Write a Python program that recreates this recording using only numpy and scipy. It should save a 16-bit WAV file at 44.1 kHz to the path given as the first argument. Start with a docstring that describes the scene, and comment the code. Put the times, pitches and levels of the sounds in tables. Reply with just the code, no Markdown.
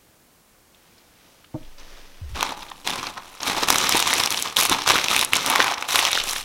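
"""A newspaper wrapping is grasped, crumpled and pressed flat close to the microphone in a quiet room.
Its creases are short noise bursts: single snaps over a dense crackle of small ones, with dull pops.
Before that, sleeves rustle as shaped noise and a glass jar is set down, ringing a wooden table.
The table sways under the hands as low noise and sinking tones. A faint room tone lies below."""
import sys
import numpy as np
from scipy import signal
from scipy.fft import rfft, irfft
from scipy.io import wavfile
from scipy.ndimage import uniform_filter1d

SR = 44100
rng = np.random.default_rng(int(sys.argv[2]) if len(sys.argv) > 2 else 0)


def int16_out(signal):
    """Quantize to a 16-bit WAV file."""
    q = np.round(np.clip(np.atleast_2d(signal).T, -1, 1) * 32767)
    wavfile.write(sys.argv[1], SR, q.astype(np.int16))


N = 284004  # length of the scene in samples

# Each squeeze, pull or press of the hands: start t/s, hold t/s, crackle level/dB,
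# change over the hold/dB, hollow body of the folds/dB, thin edges/dB, flapping of the sheet/dB
SQUEEZES = [(2.343, .18, -29, -3.5, 3.5, -13, 2), (2.556, .13, -44, -2.5, 0, -7.5, 0),
            (2.843, .25, -28, -5.5, 0, -11, 0.5), (3.154, .025, -39, -2.5, 9.5, -18, 8),
            (3.206, 0.24, -45, -1, -1, -8.5, -10), (3.408, 0.057, -39, 7.5, 2, -5, 4),
            (3.451, 0.077, -22.5, -2.5, 1, -9.5, -3), (3.533, .11, -26, 3, 0.5, -10.5, 0),
            (3.665, 0.1, -22, 1, -2.5, -6.5, -5), (3.767, 0.11, -18.5, -1, -6, -11, -6),
            (3.891, 0.18, -16.5, -9.5, -5, -10.5, -9), (4.057, 0.19, -19, -2, -4, -9.5, -9),
            (4.286, .12, -30.5, 5, -5.5, -4, -7), (4.438, 0.1, -21, -15, -4, -11, -8),
            (4.559, .1, -15.5, -5, -7.5, -5.5, -12.5), (4.673, 0.068, -25.5, 9, -0.5, -12.5, -2),
            (4.768, 0.076, -25, -4, -4.5, -14, -20), (4.859, .21, -13.5, -12, -5, -11.5, -8.5),
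            (5.087, 0.14, -18, -4, -5, -8, -8.5), (5.265, .05, -38.5, -3, -2, 2, 8),
            (5.315, 0.12, -24, 1.5, -5.5, -12, -5.5), (5.444, 0.065, -23, 0.5, 1.5, -7, 1.5),
            (5.492, .15, -22.5, 0.5, 5.5, -11, -5), (5.653, .07, -22, -3, 1, -13, -12),
            (5.765, 0.1, -35, -2, 5, -11.5, -10), (5.869, 0.12, -28.5, 10, -2, -4, -14.5),
            (5.998, 0.079, -21, 4, -5, -13, -20), (6.103, 0.1, -23, 1, -10.5, -13.5, -20),
            (6.222, 0.074, -29, 2, -7.5, -4, -13), (6.28, .13, -23.5, -6, -7, -4.5, -16)]
# The sheet creeping between squeezes: crackle level/dB, body/dB, edges/dB, flapping/dB
CREEP = (-50.5, -2.5, -4, 4)
# Tone colour of the paper: f/Hz, level/dB per Hz
PAPER = [(35, -28), (60, -7.5), (184, -4), (270, 0), (620, -5), (1050, -0.5), (1600, -4), (2200, -4),
         (2800, -4.5), (3600, -1.5), (4600, -9), (5800, -5.5), (7400, -12), (11400, -14.5), (15800, -22.5)]
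# Creases that buckle: t/s, peak level/dB, ring f/Hz, edges/dB
SNAPS = [(2.408, -11, 3430, -10), (2.4283, -2, 1090, -7.5), (2.621, -27, 4000, -28),
         (2.682, -33, 3500, -13), (2.714, -22.5, 980, -49), (2.874, -7.5, 2920, -3), (2.903, -13, 3930, -2),
         (3.0401, -19, 1140, -24), (3.068, -13, 4200, -17), (3.176, -21.5, 1420, -16),
         (3.403, -21, 5440, -27), (3.431, -10, 5670, -14), (3.4804, -13, 4780, -7),
         (3.6339, -13, 5300, -23), (3.703, 4.5, 5440, -2.5), (3.726, -3.5, 5600, -4), (3.7836, -4, 6400, 8),
         (3.8925, -2, 5770, 15), (3.9235, -2.5, 5070, -9), (3.953, -5.5, 900, -16), (3.968, -8, 9100, 10),
         (3.978, -8, 3700, -2), (3.993, -4, 3620, 4), (4.002, -4.5, 5800, 6), (4.025, -4.5, 5070, -6),
         (4.075, -5.5, 5960, -5), (4.13, -3.5, 3530, -23), (4.1368, -1, 2080, 9), (4.179, -15, 6940, 5),
         (4.199, -13, 5030, 3), (4.2363, -2, 3940, -8), (4.2597, -3, 5630, -2), (4.273, -11, 2870, -5),
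         (4.305, -6, 5400, 4), (4.3239, -9, 3380, 1), (4.3433, -13.5, 3180, -10), (4.3736, -11, 5340, -19),
         (4.4239, -7, 5860, 6), (4.568, 1, 3200, -1), (4.6022, -3, 5270, 13), (4.653, -2.5, 1160, 8),
         (4.6962, -5, 8180, -2), (4.7285, -6, 3550, -7), (4.8188, -12, 5000, -9), (4.9057, 0, 2090, -12),
         (4.956, -4.5, 1380, -21), (4.986, -6, 2330, -29), (5.0834, -5, 2850, -11.5),
         (5.164, -0.5, 2500, -2), (5.184, -18, 3500, -25), (5.1924, -4, 3430, 0), (5.2121, -2, 3360, 1),
         (5.2475, -4.5, 8600, 9), (5.3338, 3.5, 2440, -3), (5.354, -7, 6160, -5), (5.367, -2.5, 6740, -4.5),
         (5.462, -2.5, 3570, 7), (5.5, -6, 3140, 13), (5.5585, -2.5, 2040, -7), (5.6023, -0.5, 1870, -31),
         (5.6246, -7.5, 3860, -11), (5.643, -8, 2110, -3), (5.7396, -15.5, 5700, -14),
         (5.779, -18, 1010, -29), (5.809, -21, 6540, -7), (5.8243, -10, 1870, -12), (5.957, 0, 3200, -3),
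         (5.9907, -3, 3570, -17), (6.051, -6, 3700, -6), (6.115, -13.5, 8900, 1), (6.1302, -4, 3730, -7),
         (6.153, -6.5, 3200, -15), (6.1752, -5, 1580, -13), (6.3092, -10, 6070, 2),
         (6.332, -14.5, 1560, -3), (6.3612, -11, 1930, -24)]
# Broad faces of the sheet that flip over with a dull pop: t/s, approximate peak level/dB, f/Hz
FLOPS = [(3.425, -35, 253), (3.481, -24, 360), (3.627, -18, 428), (3.727, -20, 272), (3.947, -14.5, 340),
         (4.159, -25, 460), (4.712, -15.5, 310), (4.871, -33, 400), (4.937, -19, 450), (5.323, -61, 327),
         (5.592, -16, 500), (5.943, -22.5, 450)]
# Strokes of a sleeve: start t/s, length t/s, level/dB
STROKES = [(.72, 0.68, -60.5), (1.11, 0.49, -58), (1.5, 0.46, -56), (1.775, 0.066, -48),
           (1.792, 0.44, -48.5), (2.1, 0.45, -53.5)]
# Tone colour of the cloth: f/Hz, level/dB per Hz
CLOTH = [(150, -1), (300, 4.5), (1200, 1.5), (3200, 1.5), (4500, -2), (6000, -2), (7500, -13), (15800, -21)]
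# Small ticks of fingers on the jar and paper: t/s, level/dB, f/Hz
TICKS = [(.746, -47, 3200), (.98, -45, 4500), (1.442, -44, 1500), (1.444, -42, 3100), (1.63, -45, 3100),
         (1.65, -46, 3000), (1.783, -41, 4360), (1.797, -41, 5700), (1.806, -42, 3100)]
# The jar lands, rocks and settles: t/s, peak level/dB, fading time of the contact t/s
JAR_CONTACTS = [(1.54, -18.5, 0.016), (1.601, -36, 0.024)]
# Ringing tones of the table under a blow: f/Hz, level/dB, time to fall by 60 dB t/s
TABLE_TONES = [(150, 0, .07), (264, -8, .1), (312, -1, .09), (522, -9, .08), (614, -3, .08),
               (738, -10, .07), (880, -10, .06), (1100, -16, .05), (1443, -18, .05)]
# Loads that set the table swaying: t/s, level/dB, time to fall by 60 dB t/s
LOADS = [(1.56, -37, 4.6), (2.24, -37.5, 1.1), (2.85, -59, 4.3), (3.5, -48, 2), (4.6, -54, 4.),
         (6.15, -37, 2.2)]
# Tone colour of the swaying table: f/Hz, level/dB per Hz
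SWAY = [(8, -23), (16, 18), (26, -8), (45, -5), (80, -50)]
# A forearm leans on the table: t/s, level/dB, first f/Hz, last f/Hz, time to fall by 60 dB t/s
BUMPS = [(2.213, -26, 111, 57.3, 0.52), (2.301, -29, 95, 62, .25), (2.329, -20, 76, 65.6, 0.12)]
# How long the room rings in each band: f/Hz, time to fall by 60 dB t/s
ROOM_T60 = [(300, 1), (2000, 0.45), (12000, 0.032)]
# Tone colour of the quiet room: f/Hz, level/dB per Hz
ROOM_TONE = [(12, -37), (20, -8), (42, -6), (355, -9), (408, -13), (456, -10), (524, -11.5), (3220, -20),
             (9300, -21.5), (15800, -23)]

BODY_HZ, EDGES_HZ, FLAP_HZ = 970, 11700, 207  # centres of the three changing paper colours
CRACKLES_PER_S = 2200
CRACKLE_SPREAD_DB, CLUMP_DB, SHEET_HISS_DB = 4.8, 3.2, -7
GRIP_S, LET_GO_DB_PER_S, CREEP_START_S = 0.016, 373, 2.28
SNAP_S, SLOWER_PER_DB = 0.00067, 0.09  # time scale of a 0 dB snap; weaker snaps rattle longer
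LOAD_RISE_S = 0.074
ROOM_DB, ROOM_TONE_DB = -16, -56.5
TOP_HZ = 16000  # upper edge of the band kept by the final low-pass


def gain_of(db):
    """Turn decibels into a plain multiplier."""
    return 10 ** (np.asarray(db) / 20)


def evened(x):
    """Scale a signal to an average (RMS) strength of 1."""
    return x / np.sqrt(np.mean(x ** 2) + 1e-20)


def read(points, hz):
    """Read a curve between its points, along a log-frequency axis."""
    f, value = np.transpose(points)
    return np.interp(np.log(hz + 1), np.log(f + 1), value)


def add(mix, s, sound):
    """Lay a sound into the mix at s seconds, cut off at the end of the mix."""
    part = mix[round(s * SR):][:len(sound)]
    part += sound[:len(part)]


def bump(hz, centre_hz, octaves):
    """Draw a bell of height about 1 on a log-frequency axis."""
    return np.exp(-.5 * (np.log2((hz + 20) / centre_hz) / octaves) ** 2)


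def coloured(x, points):
    """Give a signal the tone colour of a curve, at an average strength of 1."""
    hz = np.fft.rfftfreq(len(x), 1 / SR)
    spectrum = rfft(x) * gain_of(read(points, hz))
    return evened(irfft(spectrum, len(x)))


def causal(db):
    """Make an impulse response that starts at once and has the given gain (minimum phase)."""
    both_sides_db = np.r_[db, db[-2:0:-1]]
    log_gain = np.log(gain_of(both_sides_db))
    phase = -signal.hilbert(log_gain).imag
    return np.fft.ifft(np.exp(log_gain + 1j * phase)).real


def crackle():
    """Many small creases give way in clumps; the shape of the bundle colours them."""
    clumps = evened(uniform_filter1d(uniform_filter1d(rng.standard_normal(N), 160), 160))
    spread = np.minimum(rng.exponential(1, N), 3.2)
    size = gain_of(CRACKLE_SPREAD_DB * spread + CLUMP_DB * clumps)
    size *= rng.random(N) < CRACKLES_PER_S / SR  # only a few samples start a crackle

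    # 24 kinds of grain, from short to long; each facet favours its own band
    kind, grains = rng.integers(0, 24, N), np.zeros(N)
    t, hz = np.arange(400) / SR, np.fft.rfftfreq(512, 1 / SR)
    for k, length in enumerate(np.geomspace(.00007, .0008, 24)):
        facet_hz = 700 * gain_of(27 * rng.random())
        facet = causal(12.0 * bump(hz, facet_hz, .35))[:200]
        burst = rng.standard_normal(400) * np.exp(-.5 * (t / length - 3) ** 2)
        grain = signal.fftconvolve(burst, facet)
        grain /= np.linalg.norm(grain)
        grains += signal.oaconvolve(size * (kind == k), grain)[:N]
    hiss = gain_of(SHEET_HISS_DB) * rng.standard_normal(N)  # plies sliding on plies
    sheet = evened(grains) + hiss

    # The hands change the colour from moment to moment
    hz, t, frames = signal.stft(sheet, SR, nperseg=512, noverlap=384)
    level, body_db, edges_db, flap_db = hands(t)
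    shape_db = 0
    for centre_hz, octaves, db in [(BODY_HZ, .7, body_db), (EDGES_HZ, .6, edges_db), (FLAP_HZ, .8, flap_db)]:
        shape_db = shape_db + np.outer(bump(hz, centre_hz, octaves), db - db.mean())
    frames = frames * gain_of(read(PAPER, hz)[:, None] + shape_db)
    paper = signal.istft(frames, SR, nperseg=512, noverlap=384)[1][:N]
    return evened(paper) * np.interp(np.arange(N) / SR, t, level)


def hands(t):
    """Squeezing sets the crackle level; the stronger squeezes weigh more in the mixed colours."""
    start, hold, db, change_db, *colours = np.transpose(SQUEEZES)[:, :, None]
    since = t - start
    held_db = db + change_db * np.clip(since / hold, 0, 1)
    level = gain_of(held_db - LET_GO_DB_PER_S * np.maximum(since - hold, 0))
    power = (level * np.clip(since / GRIP_S, 0, 1)) ** 2
    creep_power = gain_of(CREEP[0]) ** 2
    total = power.sum(0) + creep_power
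    mixed = [((power * colour).sum(0) + creep_power * rest) / total
             for colour, rest in zip(colours, CREEP[1:])]
    touched = np.clip((t - CREEP_START_S) / GRIP_S, 0, 1)  # silent until the sheet is touched
    return np.sqrt(total) * touched, *mixed


def snaps():
    """Each buckling crease is a rattle that swells and dies at once, ringing the facet beside it."""
    out, t, hz = np.zeros(N), np.arange(2048) / SR, np.fft.rfftfreq(1024, 1 / SR)
    rattles = rng.standard_normal((len(SNAPS), 2048))
    usual_edges_db = np.mean(SNAPS, axis=0)[3]
    for (s, db, ring_hz, edges_db), rattle in zip(SNAPS, rattles):
        colour_db = read(PAPER, hz) + 9.0 * bump(hz, ring_hz, .35)
        colour_db += (edges_db - usual_edges_db) * bump(hz, EDGES_HZ, 0.69)
        colour_db -= 9.6 * bump(hz, FLAP_HZ, 0.9)  # a small crease moves little air
        u = t / max(SNAP_S * np.exp(-SLOWER_PER_DB * db), .0002)
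        swell = u * np.exp(-1.6 * u ** 1.3)
        after_rattle = .1 * np.exp(-t / .003)
        drive = rattle * (swell + after_rattle)
        snap = signal.fftconvolve(drive, causal(colour_db)[:700])[:2048]
        add(out, s, gain_of(db) * snap / abs(snap).max())
    return out


def flops():
    """A broad face of the sheet flips over: a low tone that rises and dies within moments."""
    out, t = np.zeros(N), np.arange(4000) / SR
    for s, db, hz in FLOPS:
        fade = gain_of(db - 60 * t / 0.021)
        rise = 1 - np.exp(-t / 0.00067)
        add(out, s, fade * np.sin(2 * np.pi * hz * t) * rise * 1.74)  # 1.74 makes up for the slow rise
    return out


def rustle():
    """Cloth slides on cloth in fine uneven grains; each stroke swells and fades."""
    t = np.arange(N) / SR
    flicker = evened(uniform_filter1d(rng.standard_normal(N), 120))
    grains = rng.standard_normal(N) * gain_of(1.6 * flicker)
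    power = 0
    for s, length, db in STROKES:
        progress = np.clip((t - s) / length, 0, 1)
        power = power + (gain_of(db) * np.sin(np.pi * progress ** 0.63)) ** 2
    return coloured(grains, CLOTH) * np.sqrt(power)


def finger_ticks():
    """Fingers tick on the jar and paper: narrow bands of noise that die quickly."""
    out, t = np.zeros(N), np.arange(1500) / SR
    for (s, db, hz), noise in zip(TICKS, rng.standard_normal((len(TICKS), 1500))):
        b, a = signal.butter(2, [hz / 1.2, hz * 1.2], "band", fs=SR)
        tick = evened(signal.lfilter(b, a, noise))
        add(out, s, gain_of(db - 60 * t / .04) * tick * .6)
    return out


def jar():
    """The rim grinds down in a brief uneven contact that rings the table top."""
    t, out = np.arange(SR // 2) / SR, np.zeros(N)
    ring = sum(gain_of(db - 60 * t / t60) * np.sin(2 * np.pi * hz * t) for hz, db, t60 in TABLE_TONES)
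    grinds = rng.standard_normal((len(JAR_CONTACTS), len(t)))
    for (s, db, contact), grind in zip(JAR_CONTACTS, grinds):
        push = uniform_filter1d(grind, 22) * np.exp(-t / contact) * (1 - np.exp(-t / 0.0026))
        knock = signal.fftconvolve(push, ring)[:len(t)]
        add(out, s, gain_of(db) * knock / abs(knock).max())
    return out


def table_sway():
    """The table sways unevenly on its legs: low noise that rises with each load and dies away."""
    t = np.arange(N) / SR
    sway = coloured(rng.standard_normal(N), SWAY)
    # Level out the noise, so that mostly the loads set its strength
    sway /= np.sqrt(uniform_filter1d(sway ** 2, 8000) + 0.044)
    strength = 0
    for s, db, t60 in LOADS:
        rise = np.clip((t - s) / LOAD_RISE_S, 0, 1)
        strength = strength + gain_of(db - 60 * (t - s) / t60) * rise
    return sway * strength


def arm_bumps():
    """The table answers a leaning forearm with a low tone that sinks in pitch."""
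    out, t = np.zeros(N), np.arange(SR // 3) / SR
    for s, db, first_hz, last_hz, t60 in BUMPS:
        hz = last_hz + (first_hz - last_hz) * np.exp(-t / 0.034)
        tone = np.sin(2 * np.pi * np.cumsum(hz) / SR)
        add(out, s, gain_of(db - 60 * t / t60) * tone * (1 - np.exp(-t / .006)))
    return out


def room(x):
    """Echoes are sparse taps of random sign, each band dying at its own speed."""
    taps = np.zeros(SR // 2)
    at = np.arange(120, SR // 2 - 20, 20)
    taps[at + rng.integers(0, 20, len(at))] = rng.choice([-1., 1.], len(at))
    hz, t, frames = signal.stft(taps, SR, nperseg=256)
    fade = gain_of(-60 * t / read(ROOM_T60, hz)[:, None])
    tail = signal.istft(frames * fade, SR, nperseg=256)[1]
    return signal.fftconvolve(x, tail / np.linalg.norm(tail))[:N]


def room_tone():
    """The quiet room itself is steady, faint coloured noise."""
    return gain_of(ROOM_TONE_DB) * coloured(rng.standard_normal(N), ROOM_TONE)


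def scene():
    """Paper, cloth and fingers get echoes; the table sounds and room tone are added without any."""
    near = crackle() + snaps() + flops() + rustle() + finger_ticks()
    table = jar() + table_sway() + arm_bumps()
    mix = near + gain_of(ROOM_DB) * room(near) + table + room_tone()
    return mix[None]


def record(dry):
    """The converter clips at full scale; then a low-pass filter limits the band."""
    low_pass = signal.firwin(511, TOP_HZ, window=("kaiser", 9), fs=SR)
    return signal.oaconvolve(np.clip(dry, -1, 1), low_pass[None], "same")


dry = scene()
out = record(dry)
int16_out(out)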